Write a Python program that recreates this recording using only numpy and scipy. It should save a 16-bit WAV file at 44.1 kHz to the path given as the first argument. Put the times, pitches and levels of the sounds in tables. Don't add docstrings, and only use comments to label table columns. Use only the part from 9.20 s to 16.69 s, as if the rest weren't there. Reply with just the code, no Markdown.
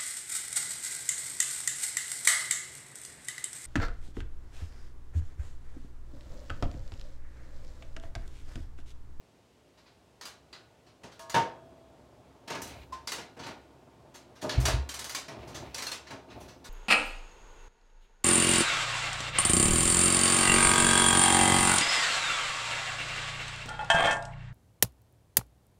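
import sys
import numpy as np
from scipy import signal
from scipy.fft import rfft, irfft, next_fast_len
from scipy.io import wavfile
from scipy.ndimage import map_coordinates

SR = 44100
rng = np.random.default_rng(int(sys.argv[2]) if len(sys.argv) > 2 else 0)


def transcribe(signal):
    frames = np.atleast_2d(signal).T
    limited = np.clip(frames, -1, 1)
    pcm = np.round(limited * 32767).astype(np.int16)
    wavfile.write(sys.argv[1], SR, pcm)


N = 330309
RING_TIME = np.arange(SR * 3 // 4) / SR

# frequency in Hz, t60 in seconds.
GARAGE_DECAY = [(80, 0.24), (500, 0.44), (1200, 0.4), (4000, 0.33), (8000, 0.26), (15000, 0.18)]
# frequency in Hz, level in dB.
ROOM_TONE = [(15, -26), (25, -6), (72, -1.5), (354, -6.5), (427, -4), (1370, -17.5), (2760, -17.5),
             (7920, -25.5), (16000, -39)]
AIR_TONE = [(20, -12.5), (45, -4.5), (60, -8), (69, 6), (82, -10), (120, -7), (170, -26), (400, -47.5)]
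GEAR_TONE = [(65, -35), (110, 6), (184, -4.5), (315, 0.5), (532, -3), (646, 0), (1260, -12), (2010, -24.5),
             (3000, -41), (3900, -37), (6600, -120)]
RUB_TONE = [(710, -28), (1200, -3), (2480, 5), (3180, -1.5), (4220, -3), (4960, -7.5), (12500, -28),
            (16000, -27)]
STEEL_TONE = [(30, 7), (90, -13), (250, 3), (1000, -2), (2400, -4.5), (3500, -4.5), (5800, 2.5), (7500, 4),
              (11000, 5), (15500, -2)]
CASE_TONE = [(30, -47), (65, -5), (110, 4.5), (215, 4.5), (310, 2.5), (500, -1.5), (730, 0.5), (1100, -6),
             (1500, -4.5), (2600, -2.5), (5800, -0.5), (10000, -7.5), (15500, -18)]
# lower edge in Hz, upper edge in Hz.
CONTACT_BANDS = [(100, 500), (500, 2500), (2500, 7000), (7000, 16000)]
# frequency in Hz, level in dB, t60 in seconds.
SPRING_MODES = [(670, -33, 1.1), (659, -3.5, 3.1), (936, -3.5, 1.2), (1084, -5.5, 1.8), (1227, -11, 1.1),
                (1680, -12, 1.3), (3310, -26.5, 3.5)]
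STEEL_MODES = [(1440, -9, 0.84), (1746, 7.5, 0.055), (1980, -8.5, 0.18), (2750, -20, 1), (3450, 0.5, 0.18),
               (3970, -8, 0.56), (4520, 5, 0.068), (4770, -10.5, 0.062), (5870, 0, 0.27), (6400, 2.5, 0.18),
               (6900, -15, 0.17), (8960, -9, 0.11)]
CASE_MODES = [(276, -1, 0.24), (373, 1.5, 0.22), (418.2, -1.5, 0.41), (492.4, -8, 0.64),
              (630.4, -3.5, 0.55), (722, 2, 0.12), (767, -22, 0.2), (919.5, 3, 0.46), (1073, 0, 0.36),
              (1130, -13, 0.51), (1200, -1, 0.16), (1500, 1, 0.23), (1650, -6, 0.25), (1685, -1, 0.35)]
SILENCER_MODES = [(66, -6.5, 0.22), (93.5, 5.5, 0.066), (125.2, 3.5, 0.21), (270, 5.5, 0.14)]
# time in seconds, level in dB.
MURMUR_LEVELS = [(0.0, -69), (1.92, -62), (2.17, -57), (2.75, -57.5), (4.97, -57.5), (5.1, -56.5)]
# start and length in seconds, then gears, air and rubbing in dB.
CRANK_STROKES = [(3.313, .24, -49.5, -49.5, -55.5), (4.162, 0.16, -57, -62, -56.5),
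                 (5.249, 0.2, -40, -46, -51), (6.099, 0.34, -45.5, -51.5, -54),
                 (7.072, 0.12, -47, -49, -54.5)]
# time in seconds, level in dB, brightness in dB.
SHOE_SCUFFS = [(0.577, -52, -23), (0.6632, -50.5, -35), (1.6673, -53, -25), (1.919, -48, -19),
               (4.1946, -39, -23.5), (4.2337, -36, -26), (4.9456, -42, -11.5), (5.158, -48, -19.5),
               (5.2184, -34.5, -14.5), (5.4024, -36.5, -4), (6.2773, -43.5, -14), (6.348, -34, -15),
               (6.8703, -39.5, -27), (7.101, -45, -30), (7.206, -51.5, -5), (7.2829, -43.5, -19),
               (7.446, -40, -12)]
# start in seconds, level in dB.
SPRING_TWANGS = [(1.996, -46), (2.145, -53.5)]
# time in seconds, level in dB, brightness in dB, ping in Hz.
LEVER_CLICKS = [(1.012, -35, -18.5, 4710), (1.0544, -34.5, -13.5, 4850), (1.3289, -36.5, -28, 4650),
                (1.9936, -41, -11, 2780), (2.0976, -32.5, -13.5, 6970), (3.419, -34, -7, 5850),
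                (3.475, -43, -7, 5700), (5.2939, -22, -25, 3900), (5.4544, -17, -13.5, 5800)]
# start in seconds, tooth count (to be rounded), first gap and its
# growth per tooth in seconds, tooth level, last tooth level and brightness in dB, ping in Hz.
LEVER_RETURNS = [(3.8734, 2, 0.046, 0, -27.5, -25, -13.5, 4960),
                 (5.691, 5.53, 0.05, 0.00071, -30.5, -24.5, -10.5, 3147),
                 (6.5448, 4.6, .037, .004, -28, -27.5, -14, 4170)]
# time in seconds, level, bass weight and treble hardness
# in dB, ping in Hz, gap to the second contact in seconds, its level in dB.
CASE_KNOCKS = [(1.836, -36, -5.5, -6, 928, .02, -48), (2.144, -12.5, -13.5, -11.5, 918, 0.018, -13.5),
               (3.278, -33, -14, -1, 1743, 0.025, -24), (3.351, -27, -9, -8.5, 909, 0.053, -44),
               (3.725, -37.5, -18, -3, 1040, .012, -40), (3.982, -32, -8, -3, 703, 0.03, -47),
               (4.169, -38, -7, -14, 465, 0.025, -35), (4.265, -30.5, -11, -7, 918, 0.022, -34.5),
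               (5.225, -29, -7.5, -29, 612, .019, -24.5), (5.481, -19, -11.5, -6.5, 659, .05, -32),
               (6.083, -33.5, -10.5, -3.5, 657, 0.026, -43), (6.907, -31, -11, -7.5, 665, 0.022, -35.5)]
# time in seconds, level in dB, width in seconds.
GAS_PULSES = [(5.384, -8, 0.0018), (5.488, -21, 0.00123), (5.546, -9, 0.00288), (5.598, -27, 0.0025)]


def amp(db):
    return 10 ** (np.asarray(db) / 20)


def unit(x):
    return x / np.sqrt(np.mean(x ** 2) + 1e-20)


def along(points, hz):
    knots, values = np.transpose(points)
    return np.interp(np.log(hz + 1), np.log(knots + 1), values)


def wobble(rate):
    return map_coordinates(rng.standard_normal(int(N * rate / SR) + 4), [np.arange(N) * rate / SR])


def add(track, start, sound):
    part = track[round(start * SR):][:len(sound)]
    part += sound[:len(part)]


def coloured(x, *curves):
    size = 2 * next_fast_len(len(x) // 2 + 2048)
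    hz = np.fft.rfftfreq(size, 1 / SR)
    gain = amp(sum(along(curve, hz) for curve in curves))
    cepstrum = irfft(np.log(gain + 1e-6), size)
    cepstrum[1:size // 2] *= 2
    cepstrum[size // 2 + 1:] = 0
    return irfft(rfft(x, size) * np.exp(rfft(cepstrum)), size)[:len(x)]


def shaped(x, tone):
    return unit(coloured(x, tone))


def ring(modes, scatter_db):
    hz, db, t60 = np.transpose(modes)[:, :, None]
    level = db + scatter_db * rng.standard_normal(hz.shape)
    return np.sum(amp(level - 60 * RING_TIME / t60) * np.sin(2 * np.pi * hz * RING_TIME), axis=0)


def room_tone():
    return amp(-65) * shaped(rng.standard_normal(N), ROOM_TONE)


def garage(build_s):
    hz, t, spectra = signal.stft(rng.standard_normal(len(RING_TIME)), SR, nperseg=256)
    decay = amp(-60 * t / along(GARAGE_DECAY, hz)[:, None])
    _, tail = signal.istft(spectra * decay, SR, nperseg=256)
    return tail[:len(RING_TIME)] * (1 - np.exp(-RING_TIME / build_s))


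def stroke_gain(part, murmur_db, fall_db_per_s, lag_s=0, take_up_s=0.013, swell_db=4.5):
    t = np.arange(N) / SR
    gain = amp(np.interp(t, *np.transpose(MURMUR_LEVELS)) + murmur_db)
    for start, length, *levels in CRANK_STROKES:
        db = levels[("gears", "air", "rubbing").index(part)]
        age = np.maximum(t - start - lag_s, 0)
        take_up = 1 - np.exp(-age / take_up_s)
        swell = swell_db * np.minimum(age / length - 1, 0)
        fall = fall_db_per_s * np.maximum(age - length, 0)
        gain = np.hypot(gain, take_up * amp(db + swell - fall))
    return gain


def pipe_air():
    gain = stroke_gain("air", murmur_db=-8.5, fall_db_per_s=92, lag_s=0.062)
    return gain * shaped(rng.standard_normal(N), AIR_TONE)


def gears():
    gain = stroke_gain("gears", murmur_db=-0.5, fall_db_per_s=98)
    mesh = unit(rng.standard_normal(N) * amp(2 * wobble(70)))
    case_ring = unit(signal.fftconvolve(mesh, ring(CASE_MODES, scatter_db=2.5))[:N])
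    return gain * shaped(mesh + amp(-19) * case_ring, GEAR_TONE)


def shoe_rub():
    gain = stroke_gain("rubbing", murmur_db=-23.5, fall_db_per_s=109)
    slips = rng.standard_normal(N) * amp(1.5 * wobble(110) + 3.5 * wobble(22))
    return gain * shaped(slips, RUB_TONE)


def frame(t60, count):
    size = len(RING_TIME)
    hz = 900 * 12 ** rng.random(count)
    lines = np.zeros(size // 2 + 1, complex)
    lines[np.round(hz * size / SR).astype(int)] = np.exp(2j * np.pi * rng.random(count))
    return unit(irfft(lines, size)) * amp(-60 * RING_TIME / t60)


def blow(band_db, tone, modes, ping_hz, ping_db, ping_t60, crack_t60, rise_s, ring_db, frame_db, room_db):
    crack = rng.standard_normal(len(RING_TIME)) * amp(-60 * RING_TIME / crack_t60)
    ping = ring([(ping_hz, ping_db, ping_t60)], scatter_db=6.5)
    jangle = amp(frame_db) * frame(t60=0.22, count=36)
    body = amp(ring_db) * ring(modes, scatter_db=2.5)
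    walls = amp(room_db) * garage(build_s=0.011)
    onset = 1 - np.exp(-(RING_TIME / rise_s) ** 2)
    low, high = np.transpose(CONTACT_BANDS)
    density = np.column_stack([np.sqrt(low * high), band_db - 10 * np.log10(2 * (high - low) / SR)])
    knots = np.geomspace(900, 16000, 110)
    ripple_db = 2.3 * rng.standard_normal(len(knots)) * (knots > knots[0])
    ripple = np.column_stack([knots, ripple_db])
    return coloured(onset * (crack + ping + jangle + body + walls), density, tone, ripple)


def loaded(modes):
    return [(hz * (1 + 0.012 * rng.standard_normal()), db, t60) for hz, db, t60 in modes]


def scuffs():
    out = np.zeros(N)
    for at, db, bright in SHOE_SCUFFS:
        bands = db + np.array([-18.5, -4, 0, bright])
        sound = blow(bands, STEEL_TONE, loaded(STEEL_MODES), ping_hz=4200, ping_db=-30, ping_t60=0.18,
                     crack_t60=0.051, rise_s=0.0084, ring_db=-18.5, frame_db=-11, room_db=-3)
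        add(out, at - 0.007, sound)
    return amp(-1.5) * out


def spring():
    out = np.zeros(N)
    song = ring(SPRING_MODES, scatter_db=0)
    for start, db in SPRING_TWANGS:
        add(out, start, amp(db) * song)
    return out


def teeth(pitch_scatter=0.058):
    clicks = []
    for start, count, gap, slowing, db, last_db, bright, hz in LEVER_RETURNS:
        last = round(count) - 1
        for k in range(last + 1):
            at = start + k * gap + slowing * k * (k - 1) / 2
            ping_hz = hz * np.exp(pitch_scatter * rng.standard_normal())
            clicks.append((at, last_db if k == last else db, bright, ping_hz))
    return clicks


def ratchet():
    out = np.zeros(N)
    for at, db, bright, ping_hz in LEVER_CLICKS + teeth():
        bands = db + np.array([-19.5, -5, 0, bright])
        sound = blow(bands, STEEL_TONE, loaded(STEEL_MODES), ping_hz, ping_db=-19, ping_t60=0.1,
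                     crack_t60=0.031, rise_s=0.0029, ring_db=-27, frame_db=-17, room_db=-9)
        add(out, at - 0.002, sound)
    return amp(1.5) * out


def case_knocks():
    out = np.zeros(N)
    for start, db, weight, hardness, ping_hz, gap, seat_db in CASE_KNOCKS:
        touch = (start, db, weight, hardness)
        seat = (start + gap, seat_db, weight + 2, hardness - 5)
        for at, level, bass, treble in (touch, seat):
            bands = level + np.array([bass, 0, treble, treble - 3])
            ping_db = -28.5 - 0.97 * bass
            sound = blow(bands, CASE_TONE, CASE_MODES, ping_hz, ping_db, ping_t60=0.25,
                         crack_t60=0.062, rise_s=0.0054, ring_db=-27.5, frame_db=-14.5, room_db=-7)
            add(out, at - 0.004, sound)
    return amp(-2) * out


def cylinder(rebound_s=0.01717):
    t, gas = np.arange(N) / SR, np.zeros(N)
    for at, db, width in GAS_PULSES:
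        pulse = np.exp(-((t - at + width) / width) ** 2)
        gas += amp(db) * pulse / (width * SR * np.sqrt(np.pi))
    gas += amp(-5) * np.interp(t - rebound_s, t, gas)
    boom = amp(-24) * shaped(garage(build_s=0.0067), AIR_TONE)
    silencer = ring(SILENCER_MODES, scatter_db=-2.2)
    return amp(-8) * signal.fftconvolve(gas, silencer + boom)[:N]


def scene():
    background = room_tone()
    contacts = ratchet() + scuffs() + case_knocks() + spring()
    turning_over = cylinder() + pipe_air() + gears() + shoe_rub()
    return (background + contacts + turning_over)[None]


def record(dry, low_cut_hz=50.4, top_hz=15850):
    size = next_fast_len(N + SR // 2)
    hz = np.fft.rfftfreq(size, 1 / SR)
    low_cut = 1 / np.sqrt(1 + (low_cut_hz / (hz + 1)) ** 12)
    return irfft(rfft(dry, size) * low_cut * (hz < top_hz), size)[:, :N]


dry = scene()
out = record(dry)
transcribe(out)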